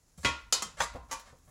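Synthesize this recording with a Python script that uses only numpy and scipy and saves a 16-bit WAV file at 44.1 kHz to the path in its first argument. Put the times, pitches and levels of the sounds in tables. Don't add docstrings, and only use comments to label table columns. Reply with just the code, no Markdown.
import sys
import numpy as np
from scipy import signal
from scipy.io import wavfile
from scipy.ndimage import uniform_filter1d

SR = 44100
rng = np.random.default_rng(int(sys.argv[2]) if len(sys.argv) > 2 else 0)


def transcribe(u):
    v = np.clip(np.atleast_2d(u).T, -1, 1)
    q = np.round(v * 32767).astype(np.int16)
    wavfile.write(sys.argv[1], SR, q)


def elevation(decibels):
    levels = np.asarray(decibels, float)
    return 10 ** (levels / 20)


N = 66150


def evened(x):
    return x / np.sqrt(np.mean(x ** 2) + 1e-20)


def read(points, hz):
    f, value = np.transpose(points)
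    return np.interp(np.log(hz + 1), np.log(f + 1), value)


def add(mix, s, sound):
    part = mix[round(s * SR):][:len(sound)]
    part += sound[:len(part)]


def colour(x, points, tilt_db=0.):
    hz = abs(np.fft.fftfreq(4096, 1 / SR))
    octaves = np.log2(np.clip(hz, 150, SR) / 2000)
    log_gain = np.log(elevation(read(points, hz) + tilt_db * octaves))
    minimum_phase = np.exp(np.conj(signal.hilbert(log_gain)))
    taps = np.fft.ifft(minimum_phase).real[:2048]
    return signal.fftconvolve(x, taps / np.linalg.norm(taps))


def grit(n):
    grain_db = 4.5 * np.minimum(rng.exponential(1, n), 3.5)
    return evened(rng.standard_normal(n) * elevation(grain_db))


# frequency in Hz, level in dB per Hz.
HISS_COLOUR = [(90, -39), (200, -11), (900, -13), (3200, -21.5), (6800, -9.5), (9400, -17), (12500, -19.5),
               (15600, -24.5)]
HISS_DB = -69


def hiss():
    flicker_db = evened(uniform_filter1d(rng.standard_normal(N), 1500))
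    settle = SR // 10
    noise = colour(rng.standard_normal(N + settle), HISS_COLOUR)[settle:][:N]
    return elevation(HISS_DB + flicker_db) * noise


# frequency in Hz, width in Hz, level in dB.
TABLE_MODES = [(53, 17, -3), (72.9, 74, 4.5), (130, 88, -6.5), (210, 39, -10.5), (29.5, 7.5, 4)]
# time in seconds, level in dB.
HAND_WEIGHT = [(0, -9), (.17, -9), (.3, -5), (1.15, 1), (1.23, -8), (1.36, -3)]
RUMBLE_DB = -61


def table_rumble():
    force, rumble = rng.standard_normal(N), np.zeros(N)
    for hz, width_hz, db in TABLE_MODES:
        b, a = signal.iirpeak(hz, hz / width_hz, SR)
        mode = signal.lfilter(b, a, signal.lfilter(b, a, force))
        rumble += elevation(db) * evened(mode)
    weight_db = np.interp(np.arange(N) / SR, *np.transpose(HAND_WEIGHT))
    return evened(rumble) * elevation(RUMBLE_DB + weight_db)


# start in seconds, level in dB, pitch in Hz, time to fall 60 dB in seconds.
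THUMPS = [(0.178, -44.5, 168, 0.095), (0.189, -44, 78, 0.2), (0.237, -42, 207, 0.12),
          (0.251, -38.5, 260.5, 0.15), (.248, -41, 357, 0.12), (0.265, -37.5, 130, 0.16),
          (0.252, -37, 57.5, 0.18), (0.3, -40.5, 69.5, 0.3), (0.431, -49.5, 53, 0.3),
          (0.624, -47.5, 210, 0.18), (0.661, -52.5, 162, 0.19), (0.744, -56, 158, 0.18),
          (0.78, -45, 53.4, 0.58), (0.887, -47.5, 53, 0.75), (0.948, -44.5, 247, 0.095),
          (0.974, -40, 65.5, 0.15), (1.142, -52, 49.4, 0.21), (1.3, -61.5, 70, 0.14),
          (1.324, -60.5, 264, 0.086), (1.419, -63, 102, 0.17)]


def table_thumps():
    out, t = np.zeros(N), np.arange(SR // 2) / SR
    for s, level_db, hz, t60 in THUMPS:
        onset = 1 - np.exp(-t * hz / 0.3)
        add(out, s, elevation(level_db - 60 * t / t60) * onset * np.sin(2 * np.pi * hz * t))
    return out


# frequency in Hz, time to fall 60 dB in seconds.
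ROOM_DECAY = [(150, .25), (500, 0.35), (1300, 0.41), (3500, 0.38), (7000, 0.3), (14000, 0.17)]
STANDING_HZ = [518, 945, 1040, 1105, 1155, 1325, 1408, 2008, 2051, 2450, 2596, 1790, 4881, 7585]
# level in dB, time to fall 60 dB in seconds.
STANDING = [(1.5, 0.31), (2.5, .45), (3, 0.45), (-3, 0.45), (-10, .4), (-7.5, .55), (-0.5, .5), (1, 0.45),
            (-5, .35), (7.5, 0.18), (-8, 0.68), (3, 0.34), (7.5, 0.23), (-20.5, .25)]
STANDING_DB, WALL_S = -15.5, .0031
NEAR_T60_S, FAR_DB, BUILD_S = 0.069, -10.5, 0.0015


def room_tail():
    echoes = np.zeros(SR // 2)
    at = np.arange(0, len(echoes) - 10, 10)
    echoes[at + rng.integers(0, 10, len(at))] = rng.choice([-1., 1.], len(at))
    hz, t, bands = signal.stft(echoes, SR, nperseg=256)
    decay_db = FAR_DB - 60 * t / read(ROOM_DECAY, hz)[:, None]
    far = signal.istft(bands * elevation(decay_db), SR, nperseg=256)[1][:len(echoes)]
    t = np.arange(len(echoes)) / SR
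    near = echoes[::-1] * elevation(-60 * t / NEAR_T60_S)
    tail = (far + near) * (1 - np.exp(-t / BUILD_S))
    waves = np.zeros(len(t))
    for k, (hz, (db, t60)) in enumerate(zip(STANDING_HZ, STANDING)):
        waves += elevation(db - 60 * t / t60) * np.sin(2 * np.pi * hz * (t - WALL_S * k))
    waves *= elevation(STANDING_DB) / np.linalg.norm(waves)
    tail = tail / np.linalg.norm(tail) + waves * (1 - np.exp(-t / WALL_S))
    return tail / np.linalg.norm(tail)


# start in seconds, length in seconds, level in dB, growth in dB,
# brightness in dB per octave.
RUBS = [
    (0.175, .024, -61.5, -12, 9),
    (0.202, 0.025, -52.5, 6, 10),
    (0.23, .015, -42, 2.5, 3),
    (0.768, 0.055, -31.5, 21, 0.5),
    (.81, 0.034, -38, -6, 2.5),
    (1.09, 0.021, -52, 4.5, -1.5),
    (1.255, 0.049, -59, -2, 0),
    (1.446, 0.0547, -62.5, 7, 22.5),
    (1.472, 0.028, -64, -2.5, -4),
]
# frequency in Hz, level in dB per Hz.
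SKIN = [(180, -9), (300, -13.5), (645, -6.5), (1300, -4), (2650, -15), (5610, -15.5), (7690, -13.5),
        (11100, -28.5), (16000, -42)]


def finger_rubs():
    out = np.zeros(N)
    for s, length, level_db, growth_db, tilt_db in RUBS:
        u = np.arange(0, length, 1 / SR) / length
        edges = np.minimum(np.minimum(u, 1 - u) * length / .002, 1)
        stroke = grit(SR // 8)[:len(u)] * elevation(growth_db * (u - 1)) * edges
        add(out, s, elevation(level_db) * colour(stroke, SKIN, tilt_db))
    return out


# start in seconds, level in dB, brightness in dB per octave,
# length in seconds.
KNOCKS = [(0.182, -52, -2, 0.0043), (0.938, -40, -2, 0.0029), (0.948, -38, -7, 0.0079),
          (.957, -40.5, -2.5, 0.0073), (1.013, -54, -5.5, .003), (1.087, -58.5, 2.5, 0.0032),
          (1.187, -63, -5, 0.0016), (1.197, -38.5, 3, 0.0014), (1.277, -59.5, 2, 0.0019),
          (1.323, -53, -3, .001), (1.328, -51, -9.5, 0.0074), (1.385, -57, 4.5, 0.0023)]
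# frequency in Hz, level in dB.
KNOCK_COLOUR = [(80, -4.5), (200, -4), (500, 4.5), (1000, 9.5), (2000, -4), (6000, -6.5), (16000, -16)]


def knocks():
    out, t = np.zeros(N), np.arange(400) / SR
    for s, level_db, tilt_db, length in KNOCKS:
        puff = grit(len(t)) * np.exp(-t / length)
        add(out, s, elevation(level_db) * colour(puff, KNOCK_COLOUR, tilt_db))
    return out


def fingers():
    direct = finger_rubs() + knocks()
    return 0.67 * direct + elevation(-0.5) * signal.fftconvolve(direct, room_tail())[:N]


LONGEST_RING_S, RING_CYCLES = 0.6, 750
PAIR_SPREAD = 0.013


def ring_mode(t, hz, db, t60):
    chance = rng.random(5)
    turns = chance[:3]
    detune = PAIR_SPREAD * np.array([0, 0.26 + 0.59 * chance[3], -.3 - 0.57 * chance[4]])
    waves = np.sin(2 * np.pi * (hz * (1 + detune[:, None]) * t + turns[:, None]))
    decay_s = min(t60, LONGEST_RING_S, RING_CYCLES / hz)
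    return elevation(db - 60 * t / decay_s) * (np.array([1, .3, .3]) @ waves)


SMEAR = .4
CRACK_TILT_DB = -0.5


def snap(level_db, rattle_s, ring_db, room_db, tick, spectrum, modes, rebounds):
    t = np.arange(SR // 2) / SR
    swell = 1 - np.exp(-t / max(rattle_s, 5e-4))
    crack = grit(len(t)) * (1 - swell)
    crack[0] -= tick
    for delay_s, db in rebounds:
        crack[round(delay_s * SR)] -= tick * elevation(db)
    crack /= np.linalg.norm(crack)
    ring = sum(ring_mode(t, *mode) for mode in modes)
    ring *= np.minimum(t / max(0.42 * rattle_s, 1e-3), 1)
    tail = room_tail()
    tail = tail * swell + SMEAR * signal.fftconvolve(tail, crack)[:len(t)]
    out = colour(elevation(room_db) * tail, spectrum) + 0.88 * colour(crack, spectrum, CRACK_TILT_DB)
    first = SR // 50
    out /= np.sqrt(np.mean(out[:first] ** 2))
    add(out, 0, elevation(ring_db) * ring / np.sqrt(np.mean(ring[:first] ** 2)))
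    return elevation(level_db - 11) * out


SNAP_S = [.2477, .5247, .6225, .8042, 1.1122]
# level in dB, rattle length in seconds, ring in dB, room in dB, size of first tick.
SNAPS = [
    (-14.5, 0.01, -0.5, 3.5, 4.9),
    (-12.5, 0.0066, 0.5, 3, 1.7),
    (-23, 0.0011, -0.5, 7, 3.7),
    (-18.5, 0.0042, 2.5, -5, 5.7),
    (-25.5, 0.006, 1, 7, 10.3),
]
# frequency in Hz, level in dB per Hz.
COLOURS = [
    [(90, -13), (300, -9.5), (650, -12), (1200, -9), (2300, -8), (4500, -11), (7500, -13.5), (16000, -43)],
    [(120, -32), (480, -16.5), (760, -15), (1100, -11.5), (2000, -18), (4500, -7.5), (7200, -8),
     (16000, -28.5)],
    [(90, -40), (200, -18.5), (500, -15.5), (1200, -7.5), (2000, -16), (4000, -16), (6800, -6),
     (16000, -26.5)],
    [(90, -32.5), (330, -18.5), (550, -6.5), (1100, 1.5), (2000, -13.5), (4000, -9), (6500, -16),
     (16000, -31.5)],
    [(90, -48.5), (200, -19), (550, -14.5), (1050, -8), (2000, -14), (4000, -14.5), (6500, -7),
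     (16000, -26)],
]
REBOUND_OF = [0, 0, 0, 0, 0, 1, 1, 1, 1, 1, 1, 3, 3, 3, 3, 3, 4, 4, 4, 4, 4]
# delay in seconds, level in dB against the first tick.
REBOUNDS = [(.0026, -0.5), (.0068, -23), (.021, -12), (.0275, -10), (.042, -2.5), (.0018, 12), (.0033, 5.5),
            (.0048, 3), (.0056, 2), (.0143, -5), (.028, 0), (.0075, -3.5), (.0165, -10), (.021, -8.5),
            (.0255, -7.5), (.031, -14), (.004, -16), (0.017, 6.5), (0.012, -9), (.024, -4), (.032, -13)]
LID_HZ = [560, 950, 1105, 1406, 2006, 2051, 2362, 2487, 2596, 3278, 3951, 4737, 5300, 6751]
CLIP_HZ = [3009, 3817, 1036, 4307, 4554, 4883, 4971, 5582, 5848, 6300, 6684, 7110, 7585, 8818]
LIGHT_HZ = [942, 1125, 1262, 2051, 2550, 3165, 4280, 5570, 6185, 6535, 6770, 7582]
BASE_HZ = [533, 860, 942, 1203, 1157, 1330, 1475, 1825, 1905, 2350, 3424, 5076, 6207, 7020]
LAST_HZ = [530, 895, 930, 1040, 1102, 1152, 1981, 2400, 3000, 3903, 5351, 5706, 6428, 7375]
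# level in dB, time to fall 60 dB in seconds.
RING_LID = [(-5, 0.086), (-6.5, .36), (-3, 0.32), (-4.5, .42), (4.5, 0.094), (-2.5, 0.17), (-2.5, 0.17),
            (-3, 0.43), (-7, .4), (-1.5, .35), (-6, .2), (-14, .22), (-5.5, .2), (-15, .2)]
RING_CLIP = [(-10, 0.18), (-11.5, .25), (-14, 0.19), (-5.5, .18), (-13, .2), (-20, .25), (-2.5, .2),
             (-21, .19), (-9.5, .15), (-4.5, 0.11), (-1, .12), (-1.5, .14), (-2, .11), (-9, .2)]
RING_LIGHT = [(-14, 0.27), (-3, 0.14), (3.5, 0.14), (-6.5, 0.19), (-4.5, 0.085), (-3, 0.2), (-2, 0.1),
              (0.5, .14), (-2, .15), (-6, .17), (-1, .15), (1.5, .15)]
RING_BASE = [(-12, 0.12), (-4.5, .08), (-3.5, .15), (-9.5, 0.19), (-16, 0.14), (-27, 0.2), (-3.5, 0.061),
             (-11.5, 0.17), (-8, .12), (-12, 0.069), (-11.5, 0.13), (-17, 0.27), (-7.5, 0.27), (-13, .2)]
RING_LAST = [(-12.5, 0.21), (0, 0.15), (-8.5, 0.34), (-10, 0.17), (-10, 0.27), (0, 0.22), (-8.5, 0.18),
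             (-12.5, 0.37), (-10, 0.19), (-16, .2), (-32, .18), (-3, .15), (0, .15), (-3.5, .2)]


def snaps():
    out = np.zeros(N)
    walls = [(LID_HZ, RING_LID), (CLIP_HZ, RING_CLIP), (LIGHT_HZ, RING_LIGHT),
             (BASE_HZ, RING_BASE), (LAST_HZ, RING_LAST)]
    for k, (s, row, spectrum, wall) in enumerate(zip(SNAP_S, SNAPS, COLOURS, walls)):
        modes = [(hz, *strength) for hz, strength in zip(*wall)]
        rebounds = [rebound for rebound, of in zip(REBOUNDS, REBOUND_OF) if of == k]
        add(out, s, snap(*row, spectrum, modes, rebounds))
    return out


def scene():
    mix = hiss() + table_rumble() + table_thumps() + fingers() + snaps()
    return mix[None]


def top_cut(x):
    return signal.sosfilt(signal.butter(12, 16620, fs=SR, output="sos"), x)


# frequency in Hz, gain in dB.
MIC = [(20, -4.5), (60, 3.5), (7600, -2.5), (8300, -6), (9300, -4), (10500, 2), (11800, -6), (15500, -3.5)]
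EDGE_HZ = 16000


def record(dry):
    heard = colour(dry[0], MIC)[:N]
    heard = signal.oaconvolve(heard, signal.firwin(255, EDGE_HZ, fs=SR), "same")
    return top_cut(elevation(-2.5) * heard[None])


dry = scene()
out = record(dry)
transcribe(out)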